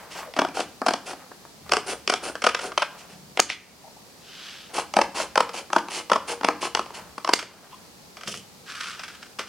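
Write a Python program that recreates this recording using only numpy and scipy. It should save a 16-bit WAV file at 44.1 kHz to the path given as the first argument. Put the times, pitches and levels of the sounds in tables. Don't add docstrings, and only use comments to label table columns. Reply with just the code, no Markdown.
import sys
import numpy as np
from scipy import signal
from scipy.fft import rfft, irfft
from scipy.io import wavfile

SR = 44100
rng = np.random.default_rng(int(sys.argv[2]) if len(sys.argv) > 2 else 0)


def inscribe(sig):
    pcm = np.round(np.clip(np.atleast_2d(sig).T, -1, 1) * 32767)
    wavfile.write(sys.argv[1], SR, pcm.astype(np.int16))


N = 418068

# start_s, length_s (nominal), level_db, crispness_db
CRACKS = [ (.338, 0.0017, -45.5, 3), (.364, 0.013, -28, -7.5), (.389, .007, -16.5, -10),
          (0.4175, 0.0015, -19.5, -15), (0.448, 0.0035, -24.5, -13.5), (0.485, 0.0044, -37.5, -8),
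          (.570, 0.0034, -27.5, -15), (0.593, 0.0028, -27.5, -20), (0.603, 0.0039, -28.5, -5.5),
          (0.817, 0.00082, -23.5, -21), (0.8632, 0.0067, -19.5, -12.5), (0.8832, 0.0071, -18, -11),
          (0.908, 0.00096, -25, -15), (0.936, 0.0045, -24.5, -8), (1.132, 0.0046, -36.5, -14),
          (1.315, 0.0051, -41.5, -25), (1.451, 0.0011, -45, -20), (1.693, .0035, -37, -6.5),
          (1.7194, 0.0027, -18.5, -5), (1.7352, 0.0013, -19.5, -7.5), (1.7684, 0.00071, -22.5, -7),
          (2.0757, 0.0024, -29, 3.5), (2.097, 0.0056, -21.5, -3.5), (2.122, 0.0078, -26.5, -10),
          (2.1378, 0.0024, -24.5, -3), (2.3537, 0.00077, -31.5, -10.5), (2.4195, 0.006, -31.5, -2.5),
          (2.4399, 0.0094, -20.5, -6), (2.4649, 0.0085, -14, -9), (2.488, 0.009, -28.5, -3.5),
          (2.5464, .0055, -24, -3.5), (2.5902, 0.0088, -32.5, -4), (2.7176, .0075, -34, -11),
          (2.7765, 0.0044, -18.5, -5), (2.82, 0.0096, -19.5, -7), (3.373, 0.0018, -29.5, 0.5),
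          (3.394, 0.0039, -18, -4), (3.4995, 0.0028, -31.5, 10.5), (4.7807, .006, -29.5, -11),
          (4.938, 0.0027, -32, -3), (4.9669, 0.0018, -16.5, -11.5), (4.9877, 0.005, -17, -18),
          (5.014, .005, -20, -7), (5.199, 0.0054, -29, -16), (5.356, .003, -22.5, -9),
          (5.376, 0.0039, -16.5, -10.5), (5.4045, 0.0038, -18.5, -11), (5.492, 0.0047, -37, -6),
          (5.702, 0.0016, -38, -14), (5.731, 0.0023, -22, -9.5), (5.7625, 0.0048, -14.5, -17.5),
          (5.782, 0.0076, -31.5, -5), (5.8847, .001, -38, -6), (6.098, .005, -29.5, -5),
          (6.1161, 0.0057, -15, -14.5), (6.132, 0.0027, -26.5, -2), (6.1575, .007, -22, -13),
          (6.4103, .004, -34.5, -11), (6.433, 0.0027, -30.5, -10), (6.4458, 0.0037, -22.5, -3),
          (6.4864, .001, -17.5, -11), (6.626, .015, -30, -10), (6.6513, 0.0045, -31.5, -6),
          (6.7491, 0.0024, -23.5, -1), (6.772, 0.0032, -29.5, -13), (6.793, 0.0028, -25, -12.5),
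          (6.859, 0.0046, -44, -6), (6.905, 0.0033, -42, -16), (7.1795, 0.0054, -34.5, -10.5),
          (7.246, 0.003, -29, -7), (7.275, 0.003, -29, -10), (7.29, 0.0056, -19.5, -14),
          (7.3342, 0.0027, -20, -4.5)]
# start_s, level_db
CLACKS = [(3.4004, -13.5), (7.337, -14.5)]
# start_s, length_s (nominal), level_db, thump_db (against level_db)
TAPS = [(7.3896, .012, -26, -30), (7.427, 0.0017, -35.5, -0.5), (8.169, 0.0014, -43.5, -6),
        (8.21, 0.0033, -44.5, -18), (8.234, .002, -42, -8), (8.2732, .0036, -38.5, -13),
        (8.284, 0.0028, -43.5, 2), (8.3393, 0.003, -40, -8), (8.947, .0035, -47, -24),
        (8.994, 0.00076, -37.5, -30), (9.034, 0.013, -37.5, -31), (9.08, 0.0067, -42.5, -25),
        (9.15, 0.0044, -50.5, -18), (9.2276, 0.0091, -43.5, -20), (9.387, .0045, -38.5, -12),
        (9.3926, 0.0015, -30.5, -6.5), (9.4046, 0.013, -42, -13)]
# start_s, end_s, steel_hiss_db, squeal_db, rubbed_sheet_db
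OPENINGS = [(0.106, 0.213, -39.5, -77, -45), (.543, 0.627, -35.5, -51, -30.5),
            (1.059, 1.125, -38, -49, -34.5), (1.865, 1.936, -34, -40, -28),
            (2.227, 2.301, -36.5, -43.5, -31), (2.606, 2.683, -36, -48.5, -31.5),
            (2.98, 3.031, -46, -65, -57), (3.088, 3.154, -51, -74, -49), (4.736, 4.815, -31.5, -43.5, -28),
            (5.148, 5.239, -30, -47, -27), (5.534, 5.603, -34.5, -50, -34), (5.902, 6.006, -32, -48, -33.5),
            (6.275, 6.337, -32.5, -42.5, -29.5), (6.609, 6.674, -31.5, -48, -34.5),
            (6.938, 6.99, -42, -56, -41)]
# start_s, fastest_s, end_s, level_db
SLIDES = [(8.655, 8.715, 8.8, -36.5), (8.74, 8.83, 9.01, -33.5), (8.96, 9.04, 9.4, -46.5),
          (9.38, 9.47, 9.9, -47)]
# start_s, fastest_s, end_s, level_db
SCUFF = [(8.26, 8.278, 8.425, -33)]
# start_s, fastest_s, end_s, level_db
SWISHES = [(3.487, 3.502, 3.56, -26), (4.15, 4.174, 4.06, -44.5), (4.2, 4.46, 4.796, -41.5),
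           (7.66, 7.73, 7.6, -45.5)]
# start_s, fastest_s, end_s, level_db
FLEXES = [(-.05, .01, 0.22, -44), (.1, .18, 0.33, -38.5), (1.13, 1.2, 1.37, -48),
          (1.64, 1.675, 1.74, -44.5), (2.88, 2.95, 3.22, -48.5), (3.4, 3.45, 3.36, -32),
          (4.68, 4.71, 4.76, -48), (6.88, 7.01, 7.2, -48), (7.42, 7.55, 8, -52)]
# start_s, fastest_s, end_s, level_db
SWAYS = [(1.56, 1.66, 2, -53), (3.0, 3.3, 3.9, -67), (6.95, 7.02, 7.13, -52)]
# start_s, end_s, first_hz, last_hz, level_db
DRAGS = [(0.176, 0.248, 1350, 1046, -45), (0.256, 0.326, 604, 500, -46), (3.05, 3.354, 177.3, 174.4, -54.5),
         (3.838, 3.892, 790, 784, -48), (3.964, 3.977, 800, 780, -50), (7.718, 7.757, 960, 1080, -46.5),
         (7.709, 7.753, 2990, 3100, -55)]

# pitch_hz, level_db
THUMP_COLOUR = [(60, -37.5), (130, -16.5), (220, -1.5), (330, 0), (520, 5), (700, 9), (1200, -44)]
# pitch_hz, level_db
RING_COLOUR = [(300, -40.5), (500, -9.5), (650, -3.5), (1000, -2.5), (1450, -1), (1800, -3), (2400, -37),
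               (4000, -33)]
# pitch_hz, level_db
CRUNCH_COLOUR = [(1200, -44.5), (1900, 11), (2700, 10), (3250, 11), (3750, 1.5), (4800, -38.5)]
# pitch_hz, level_db
SNAP_COLOUR = [(3000, -12), (3900, 0), (4500, 8), (5300, 8), (7000, -2.5), (9300, -5), (11000, -13),
               (12500, -37), (16000, -56)]
# pitch_hz, level_db
CLACK_COLOUR = [(80, -20), (200, -8), (450, -4), (900, -4), (1400, 1), (2000, -1), (2800, 0), (3800, -3),
                (4500, 1), (5800, -1), (6700, 1), (8500, -9), (12000, -25), (16000, -29)]
# pitch_hz, level_db
BUZZ_COLOUR = [(300, -14), (500, -5), (900, -7), (1400, -2), (2500, -4), (3700, -4), (4500, -1), (6600, 1),
               (8500, -5), (10500, -12), (12500, -27), (16000, -38)]
# pitch_hz, level_db
KNOCK_COLOUR = [(300, -37), (600, -8), (900, -5), (1200, 3.5), (1550, 5.5), (1900, -15), (2500, -4),
                (4000, -35)]
# pitch_hz, level_db
STEEL_COLOUR = [(1200, -16), (1900, 5), (3000, 9.5), (3800, 0.5), (4500, 5.5), (5500, 3.5), (7500, 0.5),
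                (9200, -5.5), (10500, -7), (12000, -21), (16000, -28)]
# pitch_hz, level_db
RUB_COLOUR = [(80, -14), (200, -4.5), (320, 5.5), (450, 8.5), (750, 8), (1100, 3), (1500, 5), (2200, -15),
              (4000, -35)]
# pitch_hz, level_db
SLIDE_COLOUR = [(300, -30.5), (850, -14.5), (1100, 1.5), (1400, 9), (2000, -1), (2900, 2), (3900, -3),
                (5000, -2.5), (7000, -11), (10000, -16.5), (13000, -36)]
# pitch_hz, level_db
SCUFF_COLOUR = [(80, -20), (200, 6), (280, -10), (450, 0), (800, -25), (1300, -22), (2100, -15),
                (3000, -1.5), (3800, -13), (5250, -5.5), (7000, -11), (10000, -17), (14000, -35)]
# pitch_hz, level_db
SWISH_COLOUR = [(500, -23.5), (1100, -5), (1500, 0), (2200, -3), (3100, 4), (3900, -1.5), (5000, -2),
                (7000, -13), (10000, -22), (13000, -42)]
# pitch_hz, level_db
RUSTLE_COLOUR = [(150, -18), (300, -8.5), (550, -0.5), (800, 1.5), (1300, -1.5), (2000, -7), (5000, -26)]
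# pitch_hz, level_db
RUMBLE_COLOUR = [(30, -20), (75, -2), (110, -16), (180, 0), (260, -10), (500, -41)]
# pitch_hz, level_db
AIR_COLOUR = [(15, -46.5), (25, -25), (80, -10), (108, -12), (185, -4), (309, -10.5), (384, -10), (451, -9),
              (677, -12.5), (754, -11.5), (936, -13.5), (1560, -20), (3430, -21), (4490, -17),
              (16000, -30.5)]

# pitch_hz, gain_db
ROOM_WIDTH = [(60, -6), (200, -24), (1000, -27), (2500, -18), (5000, -12), (9000, -6), (15000, -8)]
# pitch_hz, gain_db
AIR_WIDTH = [(60, -4), (110, -6.5), (200, -5.5), (380, -4), (700, -5.5), (1290, -2), (2380, 0),
             (4400, -1.5), (8120, -2), (15000, 2)]
# pitch_hz, decay_s
ROOM_DECAY = [(150, 1), (500, 0.38), (1500, 0.46), (5000, 0.39), (12000, 0.23)]
# pitch_hz, gain_db
ROOM_ECHO = [(100, 4), (220, -10.5), (400, -11), (1000, -12), (2500, -8), (5000, -11.5), (10000, -7)]
# pitch_hz, width_hz, level_db (over the plain sound)
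FIRST_SHEET = [(270, 64, -12.5), (376, 51, -4.5), (464, 16, -13), (598, 50, -20), (737, 38, -1),
               (1138, 8, -5), (1428, 22, 0), (1590, 16, -2.5)]
# pitch_hz, width_hz, level_db (over the plain sound)
SECOND_SHEET = [(192, 14, 3), (345, 21, -5), (474.4, 9.1, -1), (646, 30, -20), (848, 100, -4.5),
                (963, 79, -3), (1070, 89, -1), (1293, 27, -4.5)]
# pitch_hz, width_hz, level_db (over the plain sound)
BLADES = [(2680, 55, -7), (3000, 27, -38), (4180, 79, -5), (4800, 25, -45), (5320, 160, -15),
          (5880, 82, -17), (8740, 200, -11)]
# time_s, flap_ring_hz, bending_mode_hz, thump_db, snap_db (both against the crack's level)
SHEET_CURVES = [
    [(.4, 800, 290, -5.5, -6.5), (.87, 765, 223, -7.5, -1), (1.73, 1000, 415, -6.5, -2),
     (2.1, 1140, 397, -6, -3), (2.46, 1190, 484, -8, -5), (2.8, 1070, 610, -10, -8),
     (3.39, 840, 338, -6, -11)],
    [(4.98, 800, 568, -5.5, -3.5), (5.38, 910, 530, -7, -3.5), (5.75, 940, 333, -10, -4),
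     (6.12, 1010, 297, -6, -6), (6.45, 880, 278, -4.5, -6), (6.77, 870, 412, -7, -3),
     (7.28, 1040, 324, -8.5, -2)],
]

BURST = 4096
TIME = np.arange(N) / SR
AGE = TIME[:BURST]
LEAD_S = .008
REGRIP_S = 4.4
AIR_DB = -51
CUTOFF_HZ = 16200
FLAP_WIDTH_HZ, RING_DB, CRUNCH_DB = 470, -3.5, -1
BEND_WIDTH_HZ, BEND_DB = 57, 4.5
SNAP_FOLLOWS = 0.93
SLAM_THUMP_DB, CHATTER_DB = -12, -12
TAP_KNOCK_DB, TAP_CRUNCH_DB, TAP_SNAP_DB = -2, -1.5, -6
HARDEST_RUB = .7


def from_db(db):
    return 10 ** (np.asarray(db) / 20)


def rms_one(x):
    return x / np.sqrt(np.mean(x ** 2) + 1e-20)


def at_hz(points, hz):
    table = np.array(points)
    return np.interp(np.log(np.maximum(hz, 1)), np.log(table[:, 0]), table[:, 1])


def colour(x, spectrum):
    hz = np.arange(BURST // 2 + 1) * SR / BURST
    cepstrum = irfft(np.log(from_db(at_hz(spectrum, hz))))
    cepstrum[1:BURST // 2] *= 2
    cepstrum[BURST // 2 + 1:] = 0
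    response = irfft(np.exp(rfft(cepstrum)))
    return signal.oaconvolve(x, response)[:len(x)]


def resonance(x, hz, width_hz):
    r = np.exp(-np.pi * width_hz / SR)
    feedforward = np.array([1, 0, -1]) * (1 - r * r) / 2
    feedback = [1, -2 * r * np.cos(2 * np.pi * hz / SR), r * r]
    return signal.lfilter(feedforward, feedback, x + 1e-12)


def resonate(x, modes):
    return x + sum(from_db(db) * resonance(x, hz, width_hz) for hz, width_hz, db in modes)


def grains(per_s, spread_db, size):
    born = np.flatnonzero(rng.random(size) < per_s / SR)
    clicks = np.full(size, 1e-9)
    draw = rng.laplace(0, 1, size)[born]
    clicks[born] = np.sign(draw) * from_db(spread_db * np.minimum(np.abs(draw), 4))
    return clicks


def add(track, s, burst, db):
    start = int(s * SR)
    gain = from_db(db) * np.sqrt(SR / 50 / np.sum(burst ** 2))
    piece = (burst * gain)[:N - start]
    track[start:start + len(piece)] += piece


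def stereo(mid, side):
    return np.array([mid + side, mid - side])


def swells(moves, rise_power=0.77, fall_power=1.04):
    gain = np.zeros(N)
    for start, fastest, end, db in moves:
        first, last = np.searchsorted(TIME, [start, end])
        t = TIME[first:last]
        rise = np.clip((t - start) / max(fastest - start, 1e-3), 0, 1)
        fall = np.clip((end - t) / max(end - fastest, 1e-3), 0, 1)
        gain[first:last] += from_db(db) * rise ** rise_power * fall ** fall_power
    return gain


def friction(spectrum, per_s, spread_db, flutter_db=3.5, flutter_per_s=90):
    clumps = np.interp(TIME * flutter_per_s, np.arange(BURST), rng.standard_normal(BURST))
    slips = grains(per_s, spread_db, N) * from_db(flutter_db * clumps)
    return rms_one(colour(slips, spectrum))


def fracture(length, crumble_db, crumble_s, strain_db=-20, strain_s=0.0032):
    t = AGE - LEAD_S
    strain = from_db(strain_db) * np.exp(-np.abs(t) / strain_s)
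    avalanche = np.exp(-np.abs(t / max(1.22 * length, 1e-3)) ** 3)
    crumble = from_db(crumble_db) * np.exp(-np.abs(t) / crumble_s)
    envelope = np.where(t < 0, strain, avalanche + crumble)
    return grains(per_s=16000, spread_db=3.0, size=BURST) * envelope


def air():
    mid, side = (rms_one(colour(rng.standard_normal(N), AIR_COLOUR)) for _ in range(2))
    return from_db(AIR_DB) * stereo(mid, colour(side, AIR_WIDTH))


def room_tail(ceiling_s, ceiling_db):
    t, tail = TIME[:SR * 3 // 5], 0
    ceiling = from_db(ceiling_db) * (t > ceiling_s) * np.exp(-np.abs(t - ceiling_s) / .012)
    arrival = np.clip(t / .008, 0, 1) * (1 + ceiling)
    edges = np.geomspace(60, 17000, 13)
    for low, high in zip(edges, edges[1:]):
        hz = np.sqrt(low * high)
        decay = arrival * from_db(-60 * t / at_hz(ROOM_DECAY, hz))
        echoes = rng.standard_normal(len(t)) * decay / np.sqrt(np.sum(decay ** 2))
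        band = signal.butter(2, [low, high], "band", fs=SR, output="sos")
        tail = tail + from_db(at_hz(ROOM_ECHO, hz)) * signal.sosfilt(band, echoes)
    return tail


def room(x):
    mid, side = (room_tail(ceiling_s=.018, ceiling_db=3) for _ in range(2))
    t = TIME[:len(side)]
    scatter = rng.standard_normal(len(side)) * t * np.exp(-t / .0007)
    scatter = scatter / np.sqrt(np.sum(scatter ** 2))
    side = colour(from_db(4) * side + from_db(2.0) * scatter, ROOM_WIDTH)
    mid[0] += 1
    left, right = stereo(signal.oaconvolve(x, mid)[:N], signal.oaconvolve(x, side)[:N])
    lean = np.array([(100, 0.48), (600, 0.98), (1400, 0.058), (2800, 0.19), (5000, -0.9), (10000, -0.33)])
    return np.array([colour(left, lean), colour(right, lean * [1, -1])])


def groans(grip_cycles=2.5):
    out = np.zeros(N)
    for start, end, first_hz, last_hz, db in DRAGS:
        first, last = int(start * SR), int(end * SR)
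        progress = np.linspace(0, 1, last - first)
        phase = 2 * np.pi * np.cumsum(first_hz + (last_hz - first_hz) * progress) / SR
        grip_steps = (phase - phase[0]) / (2 * np.pi * grip_cycles)
        grip = np.interp(grip_steps, np.arange(BURST), rng.standard_normal(BURST))
        swell = np.sqrt(progress * (1 - progress))
        out[first:last] += from_db(db) * rms_one(grip * np.sin(phase) * swell)
    return out


def handling():
    swishes = swells(SWISHES) * friction(SWISH_COLOUR, per_s=14000, spread_db=5.5, flutter_db=0.0)
    slides = swells(SLIDES) * friction(SLIDE_COLOUR, per_s=2500, spread_db=2.8, flutter_db=2.8)
    scuff = swells(SCUFF) * resonate(friction(SCUFF_COLOUR, per_s=1200, spread_db=2.5), BLADES)
    rustle = swells(FLEXES) * friction(RUSTLE_COLOUR, per_s=2000, spread_db=1.8)
    rumble = swells(SWAYS) * friction(RUMBLE_COLOUR, per_s=570, spread_db=2.0)
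    return swishes + slides + scuff + rustle + rumble + groans()


def taps():
    out = np.zeros(N)
    for s, length, db, thump_db in TAPS:
        touch = fracture(length, crumble_db=-1, crumble_s=0.013)
        add(out, s - LEAD_S, colour(touch, THUMP_COLOUR), db + thump_db)
        add(out, s - LEAD_S, colour(touch, KNOCK_COLOUR), db + TAP_KNOCK_DB)
        add(out, s - LEAD_S, colour(touch, CRUNCH_COLOUR), db + TAP_CRUNCH_DB)
        add(out, s - LEAD_S, colour(touch, SNAP_COLOUR), db + TAP_SNAP_DB)
    return out


def clacks():
    out = np.zeros(N)
    for s, db in CLACKS:
        blow_fade = np.exp(-AGE / 0.0011) + from_db(-3.0) * np.exp(-AGE / 0.0039)
        blow = rng.standard_normal(BURST) * blow_fade
        chatter_fade = np.exp(-AGE / 0.2) * (1 - AGE / AGE[-1])
        chatter = grains(per_s=14000, spread_db=2.0, size=BURST) * chatter_fade
        add(out, s, colour(blow, CLACK_COLOUR), db)
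        add(out, s, colour(blow, THUMP_COLOUR), db + SLAM_THUMP_DB)
        add(out, s, colour(chatter, BUZZ_COLOUR), db + CHATTER_DB)
    return out


def openings(rise_s=0.014, fall_s=0.041, rub_s=0.046):
    hiss, squeal, rub = np.zeros((3, N))
    for start, end, hiss_db, squeal_db, rub_db in OPENINGS:
        near = np.abs(TIME - start) < .25
        t = TIME[near]
        speeding_up = np.clip((t - start) / rise_s + 0.32, 0, 1)
        slowing_down = np.clip((end - t) / fall_s + 0.48, 0, 1)
        moving = speeding_up * slowing_down
        hardest = start + HARDEST_RUB * (end - start)
        pressing = np.exp(-((t - hardest) / rub_s) ** 2)
        hiss[near] += from_db(hiss_db) * moving * (0.67 + 0.23 * pressing)
        squeal[near] += from_db(squeal_db) * moving
        rub[near] += from_db(rub_db) * (0.24 * moving + 0.4 * pressing)
    steel = hiss * friction(STEEL_COLOUR, per_s=4500, spread_db=2.6, flutter_db=1.6)
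    whistle = resonance(grains(9000, 2.5, N), hz=9280, width_hz=800)
    whistle = resonance(whistle, hz=9280, width_hz=2000)
    edge = squeal * rms_one(whistle)
    sheet = rub * friction(RUB_COLOUR, per_s=1000, spread_db=2.8, flutter_db=2.6)
    return steel + edge + sheet


def sheet_at(s):
    times, *columns = np.transpose(SHEET_CURVES[int(s > REGRIP_S)])
    return [np.interp(s, times, column) for column in columns]


def cutting(tearing_db=-11, fresh_db=-36):
    out, previous = np.zeros(N), 0
    for s, length, db, crisp_db in CRACKS:
        flap_hz, bend_hz, thump_db, snap_db = sheet_at(s)
        strain_db = tearing_db if s - previous < .05 else fresh_db
        previous = s
        heave = fracture(length, crumble_db=-4, crumble_s=.010, strain_db=strain_db)
        push = fracture(length, crumble_db=-9, crumble_s=.009, strain_db=strain_db)
        fibres = fracture(length, crumble_db=-16, crumble_s=.012, strain_db=strain_db)
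        bend = heave + from_db(BEND_DB) * resonance(heave, bend_hz, BEND_WIDTH_HZ)
        flap = resonance(push, flap_hz, FLAP_WIDTH_HZ) + 0.12 * push
        add(out, s - LEAD_S, colour(bend, THUMP_COLOUR), db + thump_db)
        add(out, s - LEAD_S, colour(flap, RING_COLOUR), db + RING_DB)
        add(out, s - LEAD_S, colour(fibres, CRUNCH_COLOUR), db + CRUNCH_DB + crisp_db)
        add(out, s - LEAD_S, colour(fibres, SNAP_COLOUR), db + snap_db + SNAP_FOLLOWS * crisp_db)
    return out


def scene():
    scissors = resonate(cutting() + openings(), BLADES)
    first_grip = TIME < REGRIP_S
    sheet = np.where(first_grip, resonate(scissors, FIRST_SHEET), resonate(scissors, SECOND_SHEET))
    return room(sheet + clacks() + taps() + handling()) + air()


def record(dry, release_db_per_s=18, threshold_db=-2.0, attack_s=0.0014):
    peak_db = 20 * np.log10(np.abs(dry).max(axis=0) + 1e-9)
    over = np.maximum(peak_db - threshold_db, 0)
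    release = release_db_per_s * TIME
    held = np.maximum.accumulate(over + release) - release
    r = np.exp(-1 / (attack_s * SR))
    ducking_db = signal.lfilter([1 - r], [1, -r], held)
    limited = np.clip(dry * from_db(-ducking_db), -1, 1)
    top_cut = signal.ellip(10, .1, 80, CUTOFF_HZ, fs=SR, output="sos")
    return signal.sosfilt(top_cut, limited)


dry = scene()
out = record(dry)
inscribe(out)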